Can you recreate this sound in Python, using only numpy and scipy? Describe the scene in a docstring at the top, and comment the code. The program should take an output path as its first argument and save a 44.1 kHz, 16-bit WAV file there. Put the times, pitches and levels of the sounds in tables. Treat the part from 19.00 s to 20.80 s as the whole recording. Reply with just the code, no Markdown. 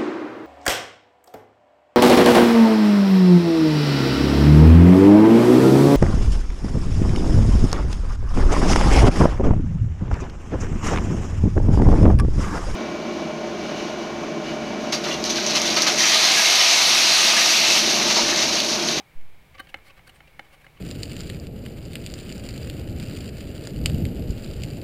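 """Flicking a foam plane's propeller

A small foam model plane is held close over a tiled floor in a quiet room. A finger flicks the plastic
propeller: short dry taps with a floor echo. Fingers slip and rustle on the foam body, the nose creaks
and the shaft gives one tiny squeak. Handling sends a subsonic bump through the faintly hissing mic."""
import sys
import numpy as np
from scipy import signal
from scipy.fft import rfft, irfft
from scipy.io import wavfile

SR = 44100
rng = np.random.default_rng(int(sys.argv[2]) if len(sys.argv) > 2 else 0)


def dump(signal):
    """Clip the signal to [-1, 1] and save it as 16-bit WAV at the path in sys.argv[1]."""
    limited = np.clip(np.atleast_2d(signal).T, -1, 1)
    pcm = np.round(limited * 32767).astype(np.int16)
    wavfile.write(sys.argv[1], SR, pcm)


N = 79380
T = np.arange(N) / SR


def from_db(db):
    """Decibels to gain."""
    return 10 ** (np.asarray(db) / 20)


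def unit_rms(x):
    """Scale to an rms of 1."""
    return x / np.sqrt(np.mean(x ** 2) + 1e-20)


def cut(x, hz, kind="low", order=1):
    """Butterworth low- or high-pass."""
    return signal.sosfilt(signal.butter(order, min(hz, .45 * SR), kind, fs=SR, output="sos"), x)


def colour(x, spectrum):
    """Shape a steady noise with an EQ curve of (Hz, dB) points; rms 1."""
    hz, db = np.transpose(spectrum)
    bins = np.maximum(np.fft.rfftfreq(N, 1 / SR), 1)
    gain = from_db(np.interp(np.log(bins), np.log(hz), db))
    return unit_rms(irfft(rfft(x) * gain, N))


def ring(x, hz, t60):
    """One resonant mode that dies by 60 dB in t60 seconds."""
    radius, angle = np.exp(-np.log(1000) / (t60 * SR)), 2 * np.pi * hz / SR
    return signal.lfilter([.5, 0, -.5], [1, -2 * radius * np.cos(angle), radius ** 2], x + 1e-18)


def friction(slips_per_s=8500, spread_db=3.5):
    """Dense tiny slips of uneven size; rms 1."""
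    sizes = from_db(spread_db * np.minimum(rng.exponential(1, N), 3)) * rng.choice([-1, 1], N)
    return unit_rms(sizes * (rng.random(N) < slips_per_s / SR))


# The noise bed's EQ. Each row: frequency in Hz, relative level in dB.
ROOM_TONE_EQ = [(20, -8.5), (60, -1), (105, -9), (150, -0.5), (210, -14), (420, -13), (800, -13),
                (1300, -17.5), (1900, -16), (2700, -18.5), (3600, -22.5), (6000, -31.5), (15000, -31)]


def room_tone():
    """Room rumble, microphone hiss and a faint steady whir in two narrow bands."""
    whir = 0
    for hz, width_hz, drive_db in [(2199, 49, 6), (2360, 23.4, -0.5)]:
        whir += from_db(drive_db) * ring(rng.standard_normal(N), hz, np.log(1000) / (np.pi * width_hz))
    air = colour(rng.standard_normal(N), ROOM_TONE_EQ)
    return from_db(-57.5) * air + from_db(-65.5) * unit_rms(whir)


# The handling rumble's fader. Each row: time in seconds, level in dB.
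RUMBLE_FADER = [(0, -85), (.11, -86), (.16, -59.5), (.6, -56), (1.0, -57.5), (1.2, -59.5), (1.5, -64),
                (1.8, -57)]
# The slow drift of the microphone's zero. Each row: time in seconds, offset as a linear amplitude.
ZERO_DRIFT = [(0, -0.00016), (.14, 0.00079), (.45, -0.0052), (.62, -0.0012), (.8, 0.0017), (1.05, 0.0011),
              (1.4, -.002), (1.8, .001)]


def handling_noise(start_s=0.15, rise_s=0.023, fall_s=0.1):
    """Handling puts one subsonic bump and a low rumble on the microphone's drifting zero."""
    age = np.maximum(T - start_s, 0)
    bump = from_db(-20) * (1 - np.exp(-(age / rise_s) ** 2)) * np.exp(-age / fall_s)
    fader = from_db(np.interp(T, *np.transpose(RUMBLE_FADER)))
    rumble = fader * unit_rms(cut(rng.standard_normal(N), hz=92, order=2))
    return bump + rumble + np.interp(T, *np.transpose(ZERO_DRIFT))


# The bounce off the tiles. Each row: delay in seconds, level in dB against the direct sound.
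FLOOR_ECHO = [(.0073, -26.5)]


def room(x, t60=0.22):
    """The floor throws back one close echo and the room adds a weak, dull tail."""
    echo = sum(from_db(db) * np.interp(T - delay, T, x, left=0) for delay, db in FLOOR_ECHO)
    tail = cut(rng.standard_normal(N) * np.exp(-np.log(1000) * T / t60), hz=2970)
    return x + echo + from_db(-21) * signal.fftconvolve(x, tail / np.linalg.norm(tail))[:N]


# The foam body's modes. Each row: frequency in Hz, relative level in dB, ring time (t60) in seconds,
# relative level in dB when the nose creaks.
FOAM_MODES = [(274, -3, 0.017, -17), (539.4, -6.5, 0.058, -20), (765, -5.5, 0.041, -30),
              (1158, -4.5, 0.043, 0.5), (1565, 0.5, 0.011, 0), (1789, 2, 0.0049, -7),
              (2092, 1.5, 0.0073, 0.5), (2520, -6, 0.018, -16), (2968, -11, 0.046, -8),
              (3013, -24, .035, -3), (3790, -15.5, 0.077, -10.5), (4190, -35, 0.07, -8.5),
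              (4450, -20, 0.07, -20)]


def foam_body(x):
    """Slips ring the body's modes, and the soft foam passes little treble."""
    click = np.arange(N) == 0
    modes = sum(from_db(db) * ring(click, hz, t60) for hz, db, t60, _ in FOAM_MODES)
    knock = cut(modes, hz=4750, order=2)
    return signal.fftconvolve(x, knock / np.linalg.norm(knock))[:N]


def shaft_squeak(hz=786, end_s=0.017, release_s=0.007):
    """A short stick-slip note with a little rasp, stopping as the shaft comes to rest."""
    held = np.clip((end_s - T) / release_s, 0, 1)
    rasp = from_db(-12) * foam_body(held * friction())
    return from_db(-40.5) * (held * np.sin(2 * np.pi * hz * T) + rasp)


# The EQ of the creak's dry hiss. Each row: frequency in Hz, relative level in dB.
CREAK_HISS_EQ = [(1000, 6.5), (2500, 11.5), (4300, 11.5), (5600, 4), (8000, -3.5), (9100, 7), (10100, -2.5),
                 (12300, -1.5), (13500, -8), (14500, 2), (15800, -3.5)]


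def nose_creak(start_s=0.5918, length_s=0.013, grip_s=0.0044, release_s=0.0053, waver_depth=0.0072):
    """As the pinch slides off the nose, gritty friction takes hold, makes the foam sing and lets go."""
    age = np.maximum(T - start_s, 0)
    release = np.exp(-np.maximum(age - length_s, 0) / release_s)
    singing = (1 - np.exp(-age / grip_s)) * release
    sliding = singing * release  # the friction dies twice as fast as the tone
    voice = 0
    for hz, _, _, db in FOAM_MODES:
        waver = waver_depth * unit_rms(cut(rng.standard_normal(N), hz=200, order=2))
        voice += from_db(db) * np.sin(2 * np.pi * np.cumsum(hz * (1 + waver)) / SR)
    slips = friction()
    grit = from_db(-40.5) * foam_body(sliding * slips)
    hiss = from_db(-42) * sliding * colour(slips, CREAK_HISS_EQ)
    return from_db(-40) * singing * voice + grit + hiss


# Skin rubbing on foam and blade. Each row: peak time, rise and fall in seconds, foam send in dB,
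# dry hiss send in dB, rasp pitch in Hz, rasp send in dB.
RUB_CUES = [(0.552, 0.0085, 0.0089, -12, -33, 2060, -8.5), (0.5853, 0.0055, 0.0039, -7.5, -30, 2880, -10),
            (0.649, 0.01, 0.01, -22, -23, 2140, -25), (0.698, 0.011, 0.0075, -15.5, -11.5, 2800, -10.5),
            (0.875, 0.029, 0.016, -16.5, -14.5, 4386, -23.5),
            (0.906, 0.0093, 0.0064, -14.5, -22, 2620, -8.5), (0.979, 0.011, 0.01, -16.5, -19, 1423, -17),
            (1.078, 0.0056, 0.004, -22, -7.5, 4400, -18), (1.080, 0.013, 0.0054, -17.5, -16.5, 1565, -15),
            (1.096, 0.0067, 0.0079, -15, -8.5, 2900, -14), (1.160, 0.021, 0.018, -21.5, -18, 8750, -25.5),
            (1.276, 0.0024, 0.0085, -16.5, -24, 2700, -17.5), (1.452, 0.017, 0.022, -23, -26, 1700, -25),
            (1.541, 0.018, 0.011, -16.5, -12.5, 2700, -20), (1.618, 0.0084, 0.0058, -21, -17, 2680, -19),
            (1.647, 0.0055, 0.0087, -19.5, -17, 1660, -11), (1.775, 0.014, 0.0099, -22, -37, 2780, -22)]
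# The EQ of the skin's dry hiss. Each row: frequency in Hz, relative level in dB.
SKIN_HISS_EQ = [(300, 2), (1500, -5), (3700, -5), (4450, 12), (5400, -2), (7500, 3), (9200, 7),
                (10300, 5.5), (12300, 2), (13600, -1), (14400, 4), (16000, -8)]


def finger_rubs(rasp_cycles=36):
    """Each rub swells and fades; its slips ring the foam, rasp at one pitch and crackle at the skin."""
    force, hiss, rasp = np.zeros((3, N))
    slips = friction()
    for peak_s, rise_s, fall_s, foam_db, hiss_db, hz, rasp_db in RUB_CUES:
        stroke = np.exp(-((T - peak_s) / np.where(T < peak_s, rise_s, fall_s)) ** 2)
        force += from_db(foam_db) * stroke
        hiss += from_db(hiss_db) * stroke
        # Each rub favours one resonance, set by where the finger bears.
        resonance = cut(ring(slips, hz, t60=rasp_cycles / hz), 2 * hz, order=2)
        rasp += from_db(rasp_db) * stroke * unit_rms(resonance)
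    # Skin ridges catch less often than the foam slips.
    crackle = colour(friction(slips_per_s=3500, spread_db=3), SKIN_HISS_EQ)
    foam = foam_body(force * friction())
    return from_db(-37) * foam + from_db(-42) * rasp + from_db(-49.5) * hiss * crackle


# The propeller's modes on its shaft. Each row: frequency in Hz, relative level in dB,
# ring time (t60) in seconds.
PROPELLER_MODES = [(251, 6, 0.042), (311.2, 0, 0.11), (547.6, .6, 0.047), (730, -6, 0.025), (797, -2, .034),
                   (1175, -26, 0.068), (1415, -5, 0.013), (1550, -11.5, 0.07), (1748, -13.5, 0.026),
                   (1873, 3, 0.0013), (2116, 4.5, .016), (2610, -1.5, 0.015), (2870, -2.5, 0.015),
                   (2970, -7.5, 0.036), (3534, -11.5, 0.023), (4110, -5.5, 0.0091), (5000, -23, 0.018)]


def blade_ring(t, pitch, buzz_s=0.0024, lag_at_1khz_s=0.00016, spread_db=1.7):
    """The struck, loose blade buzzes briefly at full strength before its modes die away."""
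    modes = 0
    for hz, db, t60 in PROPELLER_MODES:
        age = np.maximum(t - lag_at_1khz_s * np.sqrt(1000 / hz), 0)  # low bending waves travel slower
        decay = np.exp(-np.log(1000) * np.maximum(age - buzz_s, 0) / t60)
        modes += from_db(db + rng.normal(0, spread_db)) * decay * np.sin(2 * np.pi * hz * pitch * age)
    return modes


# Finger meets blade. Each row: start in seconds, relative level in dB, contact brightness (low-pass)
# in Hz, pitch as a ratio, crack trim in dB.
TAP_CUES = [(0.2112, -26, 9000, 1, 3), (0.6706, -19, 7000, 1.05, 0), (0.7428, 0, 3800, 1, 0),
            (0.7707, -32, 12000, 1, 12), (0.7865, -21, 2400, .97, -3), (0.8815, -25, 9000, 1.05, 8),
            (0.9925, -19, 2500, .98, -4), (1.0751, -29, 9000, 1.06, 6), (1.0945, -24, 7000, 1.02, 4),
            (1.2052, -16, 3000, 1.02, -2), (1.3939, -1.7, 2850, 1.013, 0), (1.6657, -15, 2900, .99, -2)]


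def propeller_taps(crack_rise_s=0.00067, crack_fall_s=0.0028):
    """Each flick rings the blade and adds a short crack, which builds up as the fingertip is soft."""
    track, t = np.zeros(N + SR), T[:SR // 5]
    burst = (1 - np.exp(-t / crack_rise_s)) * np.exp(-t / crack_fall_s)
    for start_s, db, contact_hz, pitch, crack_db in TAP_CUES:
        blade = cut(blade_ring(t, pitch), contact_hz, order=2)
        crack = cut(rng.standard_normal(len(t)) * burst, hz=3200, kind="high", order=2)
        tap = blade + from_db(crack_db - 0.5) * cut(crack, contact_hz)
        start = int(start_s * SR)
        track[start:start + len(t)] += from_db(db - 32.5) * tap
    return cut(track[:N], hz=807, kind="high", order=2)  # the taps carry little bass


def scene():
    """The handled plane in its room, over handling noise and room tone."""
    plane = propeller_taps() + finger_rubs() + nose_creak() + shaft_squeak()
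    return (room(plane) + handling_noise() + room_tone())[None]


def record(dry, cutoff_hz=15800):
    """A steep low-pass takes off the very top."""
    return signal.sosfilt(signal.ellip(10, .1, 70, cutoff_hz, fs=SR, output="sos"), dry)


dry = scene()
out = record(dry)
dump(out)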